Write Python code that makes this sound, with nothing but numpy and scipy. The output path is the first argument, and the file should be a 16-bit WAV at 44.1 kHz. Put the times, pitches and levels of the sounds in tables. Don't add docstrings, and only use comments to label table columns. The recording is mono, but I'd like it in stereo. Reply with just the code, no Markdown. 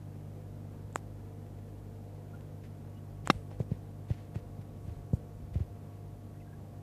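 import sys
import numpy as np
from scipy import signal
from scipy.fft import rfft, irfft
from scipy.io import wavfile
from scipy.ndimage import uniform_filter1d

SR = 44100
rng = np.random.default_rng(int(sys.argv[2]) if len(sys.argv) > 2 else 0)


def persist_wave(psi):
    counts = np.round(np.clip(psi, -1, 1) * 32767).astype(np.int16)
    wavfile.write(sys.argv[1], SR, np.atleast_2d(counts).T)


def voltage_ratio(level):
    return 10 ** (np.asarray(level, float) / 20)


N = 300762
MAINS_HZ = 49.96


def at_hz(points, hz, column=1):
    points = np.array(points)
    return np.interp(np.log(hz + 1), np.log(points[:, 0]), points[:, column])


def drift(rate):
    r = np.exp(-80 * np.pi * rate / SR)
    slow = signal.lfilter([1], [1, -2 * r, r * r], rng.standard_normal(N // 40 + 2002))
    slow = slow[2000:]
    return np.interp(np.arange(N) / 40, np.arange(len(slow)), slow / slow.std())


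def coloured(db_per_hz, turn=0):
    return voltage_ratio(db_per_hz) * np.sqrt(SR / 2) * np.exp(-1j * turn)


def band_pass(order, edges_hz, sound):
    return signal.sosfilt(signal.butter(order, edges_hz, "band", fs=SR, output="sos"), sound)


def add(track, s, sound):
    i = round(s * SR)
    track[i:i + len(sound)] += sound[:N - i]


def ring(hz, t60, rise=0.):
    t = np.arange(int(t60 * SR)) / SR
    return np.sin(2 * np.pi * hz * t) * voltage_ratio(-60 * t / t60) * (1 - np.exp(-t / (rise + 1e-6)))


def port_lag(hz):
    return 0.29 + 1.33 * np.tanh(hz / 400)


def hum(loss):
    # (multiple of mains, left level [dB], right minus left [dB], wobble [dB])
    orders = [(1, -58.5, 3.5, -4.2), (2, -44.5, -5, .5), (3, -50.5, -2.5, 2.5), (4, -65.5, -14, -4),
              (5, -67, -1.5, 4), (6, -57.5, -11.5, 2), (7, -72.5, -18, -0.5), (8, -76.5, -5, 4.5),
              (9, -63, -21, 6), (10, -67.5, -1, 7), (12, -64.5, -19, 1.5), (14, -62.5, -11.5, 2.5),
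              (16, -73, -8, 9)]
    # (time [s], whine level [dB], 14th overtone gain [dB])
    turning = [
        (0, -96, -1.5),
        (2.6, -90, -.5),
        (3, -76, .1),
        (4.5, -75, 1.5),
        (6.82, -76, 1.8),
    ]
    t, out = np.arange(N) / SR, np.zeros((2, N))
    s, whine_db, turn_db = np.transpose(turning)
    for order, db, right_db, wobble_db in orders:
        phase = order * (2 * np.pi * MAINS_HZ * t - np.pi / 2)
        phase = phase - 0.3 * (order - 1) ** 2 + 0.14 * wobble_db * drift(3.5)
        level_db = db + wobble_db * np.tanh(drift(3.45))
        if order == 14:
            level_db = level_db + np.interp(t, s, turn_db)
        height = np.sqrt(2) * voltage_ratio(level_db)
        muffled = voltage_ratio(right_db) * loss ** (1.25 + 0.18 * order)
        out[0] += height * np.cos(phase)
        out[1] += height * muffled * np.cos(phase - port_lag(order * MAINS_HZ))
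    whine_height = voltage_ratio(np.interp(t, s, whine_db) + 6 + 2.5 * drift(5))
    whine = whine_height * np.sin(2 * np.pi * 1120 * t + 0.8 * drift(5))
    return out + whine * voltage_ratio([[0], [-18]])


def rush(loss):
    # (pitch [Hz], level [dB per Hz])
    spectrum = [(30, -99), (42, -86), (70, -76.5), (125, -75.5), (230, -73), (290, -78.5), (480, -78.5),
                (680, -85), (870, -87), (1120, -93), (1600, -97.5), (3000, -106), (5000, -114),
                (9000, -120)]
    # (pitch [Hz], gain [dB], share common with the open port [0-1])
    muffle = [(60.3, 3, 0.7), (201, -6.5, 0.97), (306, -6.5, 0.86), (700, -15, 0.1), (1383, -10.5, .05),
              (5000, -8.5, 0)]
    # (pitch [Hz], width [Hz], gain [dB])
    cabinet = [
        (231.2, 7, 6.5),
        (489, 87, 1),
        (700, 30, -1.5),
        (810, 40, -0.5),
    ]
    hz, t = np.arange(N // 2 + 1) * SR / N, np.arange(N) / SR
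    surge_db = 0.59 * drift(11) + 0.19 - 0.08 * t
    near, own = rfft(rng.standard_normal((2, N)) * voltage_ratio(surge_db))
    db = at_hz(spectrum, hz)
    for top_hz, width, top_db in cabinet:
        db = db + top_db / (1 + (2 * (hz - top_hz) / width) ** 2)
    share = np.clip(at_hz(muffle, hz, column=2), 0, 1)
    right = share * near + np.sqrt(1 - share ** 2) * own
    right = right * coloured(db + at_hz(muffle, hz), port_lag(hz))
    return irfft([near * coloured(db), right], N) * [np.ones(N), loss]


def thump(first_hz, last_hz, peak_ms):
    t = np.arange(int(0.08 * SR)) / SR
    sag, smother = 0.005, 1.6
    phase = 2 * np.pi * (last_hz * t + (first_hz - last_hz) * sag * (1 - np.exp(-t / sag)))
    u = t / peak_ms * 1000
    return -np.sin(phase) * u * np.exp((1 - u ** smother) / smother)


def finger(rumble_db):
    # (time [s], peak [dB], first pitch [Hz], last pitch [Hz], time to peak [ms])
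    thumps = [(0.8416, -31.2, 109, 89, 8.7), (3.2387, -28.2, 171, 101, 3.5), (3.351, -28.1, 197, 61, 8.9),
              (3.6006, -15.5, 265, 91, 6.0), (3.7148, -14.8, 248, 96, 5.2), (4.1056, -14.4, 148, 92, 6.6),
              (4.3571, -20.4, 258, 75, 6.4), (4.5866, -33.1, 202, 96, 6.3), (4.877, -25.3, 217, 64, 8.1),
              (4.9106, -30.5, 102, 82, 7.7), (5.1317, -10.2, 291, 63, 6.1), (5.4153, -35, 172, 56, 13.6),
              (5.5092, -31.6, 288, 61, 16.0), (5.5547, -15.3, 252, 70, 9.5), (5.6021, -17.2, 234, 76, 9.9)]
    # (time [s], blow [dB], pitch [Hz])
    catches = [
        (3.5146, -32, 520),
        (3.6021, -12, 450),
        (4.104, -14, 250),
        (4.104, -23, 480),
        (4.3582, -22, 350),
        (5.7632, -34, 400),
    ]
    lumps = band_pass(3, [37, 150], rng.standard_normal(N) * voltage_ratio(2.0 * drift(15)))
    out = voltage_ratio(rumble_db) * lumps / lumps.std()
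    for s, db, first_hz, last_hz, peak_ms in thumps:
        add(out, s, voltage_ratio(db) * thump(first_hz, last_hz, peak_ms))
        if first_hz > 200:
            edge_db = db + 2.5 - 1.18 * peak_ms
            edge = ring(1.5 * first_hz, 0.012, rise=0.0006)
            add(out, s + 0.269 * peak_ms * 0.0011, voltage_ratio(edge_db) * edge)
    for s, db, hz in catches:
        add(out, s, voltage_ratio(db) * ring(hz, 0.009, rise=0.0005))
    return band_pass(2, [24, 950], out)


def noise_swells():
    # (time [s], length [s], level [dB])
    dull_swells = [(0.34, 0.071, -73), (0.95, .045, -62), (2.338, .06, -68), (2.63, 0.053, -61.5),
                   (3.249, 0.061, -54), (3.31, 0.1, -62), (3.499, 0.066, -63.5), (3.591, 0.042, -59),
                   (3.696, 0.078, -63.5), (4.078, 0.098, -57), (4.151, 0.14, -64), (4.339, 0.068, -58.5),
                   (4.608, 0.025, -63), (4.833, 0.21, -68.5), (5.529, 0.074, -60), (5.583, 0.067, -63)]
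    # (time [s], length [s], level [dB])
    bright_swells = [
        (0.948, 0.047, -59.5),
        (3.587, .06, -68),
        (4.757, 0.36, -75),
        (5.125, 0.053, -64),
    ]
    out = np.zeros(N)
    for bursts, hz in [(dull_swells, 2580), (bright_swells, 9400)]:
        for s, length, db in bursts:
            roughness = np.repeat(voltage_ratio(rng.normal(0, 2.1, 128)), 128)
            noise = band_pass(1, [hz / 1.94, hz * 1.05], rng.standard_normal(16384) * roughness)
            noise = noise[:int(length * SR)]
            swell = np.interp(np.linspace(0, 1, len(noise)), [0, 0.21, 1.2], [0, 1.3, 0])
            add(out, s, voltage_ratio(db) * noise / noise.std() * swell)
    return out


def ticks():
    # (time [s], peak [dB], casing pitch [Hz], port whistle minus peak [dB])
    hard = [
        (0.9275, -46, 3000, 6),
        (0.9507, -45, 3000, 13),
        (0.9586, -5.5, 1050, -8.5),
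        (3.2585, -33, 2980, -12),
        (3.2742, -10, 1150, -6),
    ]
    # (time [s], peak [dB])
    creaks = [(.976, -38), (1.465, -42), (1.587, -44), (2.409, -36.5), (2.6395, -39), (2.66, -45),
              (4.358, -33)]
    # (time [s], peak [dB])
    taps = [
        (3.5145, -29),
        (4.3575, -25.5),
        (5.556, -29),
        (5.602, -34),
    ]
    out = np.zeros(N)
    faint = [(*row, 2380, -13) for row in creaks] + [(*row, 477, -25) for row in taps]
    for s, db, hz, port_db in [*hard, *faint]:
        add(out, s, -voltage_ratio(db + 4) * ring(hz, 2.9 / hz, rise=0.0001))
        add(out, s, voltage_ratio(db + port_db + 3.5) * ring(7500, 0.0024, rise=0.00015))
        add(out, s, voltage_ratio(db + port_db - 9) * ring(10900, 0.0012, rise=0.0001))
    out = signal.lfilter(*signal.iirnotch(5800, 5, fs=SR), out + 1e-18)
    return signal.sosfilt(signal.butter(2, 230, "high", fs=SR, output="sos"), out)


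def drops():
    # (time [s], level [dB], pitch [Hz], length [s])
    plinks = [(2.328, -57.5, 1380, 0.035), (2.943, -72, 2900, 0.059), (3.513, -68, 5200, .006),
              (6.342, -76, 1880, 0.053), (6.396, -70, 2610, 0.022), (6.41, -70, 2050, 0.022),
              (6.462, -70, 1596, .03), (6.485, -73, 1560, .04), (6.515, -66, 1620, .04)]
    out = np.zeros(N)
    for s, db, first_hz, length in plinks:
        hz = np.linspace(first_hz, first_hz * 1.02, int(length * SR))
        waver = uniform_filter1d(rng.standard_normal(4096), size=64)[:len(hz)]
        hz = hz * (1 + 0.21 * waver)
        add(out, s, voltage_ratio(db + 9) * np.sin(2 * np.pi * np.cumsum(hz) / SR) * np.hanning(len(hz)))
    return out


def casing():
    # (time [s], push [dB], +1 inward or -1 outward, contact [ms])
    snap = [
        (3.2993, -10, 1, 1.8),
        (3.3007, 4, -1, .7),
        (3.3015, -5, -1, .6),
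        (3.302, -9, 1, 2.6),
        (3.3045, -6, -1, .6),
    ]
    # (pitch [Hz], level [dB], time to die by 60 dB [s])
    modes = [(179, -16, 0.036), (800, -18, 0.025), (1158, -11, 0.015), (1560, -5, 0.0037),
             (2090, -14.5, 0.02), (2740, -18.5, 0.018), (3730, -16, 0.013), (3970, -16, .013),
             (4400, -21.5, 0.014), (5395, -22, 0.02), (7100, -41, .012), (11500, -42, 0.0065)]
    out = np.zeros(N)
    for s, db, side, contact_ms in snap:
        add(out, s, np.sign(side) * voltage_ratio(db) * np.hanning(int(contact_ms * SR / 1000)))
        strengths = rng.normal(0, 1.5, len(modes))
        for (hz, mode_db, t60), chance_db in zip(modes, strengths):
            blow = np.sign(side) * voltage_ratio(db + mode_db + chance_db)
            add(out, s, blow * ring(hz, t60, rise=0.0011))
    t = np.arange(int(0.03 * SR)) / SR
    rattle = band_pass(2, [300, 5500], rng.standard_normal(len(t)))
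    add(out, snap[-2][0], voltage_ratio(-11.5 - 60 * t / 0.023) * rattle * np.minimum(t / 0.0021, 1))
    t = np.arange(SR // 4) / SR
    glow = band_pass(2, [7600, 10200], rng.standard_normal(len(t)))
    add(out, snap[-1][0], voltage_ratio(-61 - 60 * t / 0.6) * glow / glow.std())
    return signal.sosfilt(signal.butter(2, 110, "high", fs=SR, output="sos"), out)


def scene():
    # (time [s], extra gain [dB], rumble level [dB])
    grip = [(0, 1, -65), (.9, 1, -64), (1.3, -0.5, -66), (2.4, -1, -59), (2.6, -1, -52), (3, 0, -65),
            (3.5, 1.7, -53), (4.2, -2, -45.5), (4.7, -3.5, -47.5), (5.0, -2, -39.5), (5.2, -3, -56),
            (5.45, -4, -45.5), (5.9, -4.5, -49), (6.82, -5.5, -52)]
    s, loss_db, rumble_db = np.transpose(grip)
    t = np.arange(N) / SR
    loss = voltage_ratio(np.interp(t, s, loss_db))
    room = hum(loss) + rush(loss)
    hand = finger(np.interp(t, s, rumble_db)) * voltage_ratio([[-28], [0]])
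    small = (noise_swells() + drops()) * voltage_ratio([[0], [-13]]) + ticks() * voltage_ratio([[0], [-36]])
    shell = casing()
    leak = signal.sosfilt(signal.butter(3, 1300, fs=SR, output="sos"), np.roll(shell, 30))
    return room + hand + small + [shell, voltage_ratio(-23) * leak]


def roll_off(x):
    return signal.sosfilt(signal.butter(12, 15260, fs=SR, output="sos"), x)


def record(dry):
    self_noise_db = [
        [-66],
        [-71],
    ]
    hiss = voltage_ratio(np.array(self_noise_db)) * rng.standard_normal((2, N))
    x = np.clip(dry + hiss, -1, 1)
    x = signal.sosfilt(signal.ellip(10, 0.5, 55, 14600, fs=SR, output="sos"), x)
    return roll_off(x)


dry = scene()
out = record(dry)
persist_wave(out)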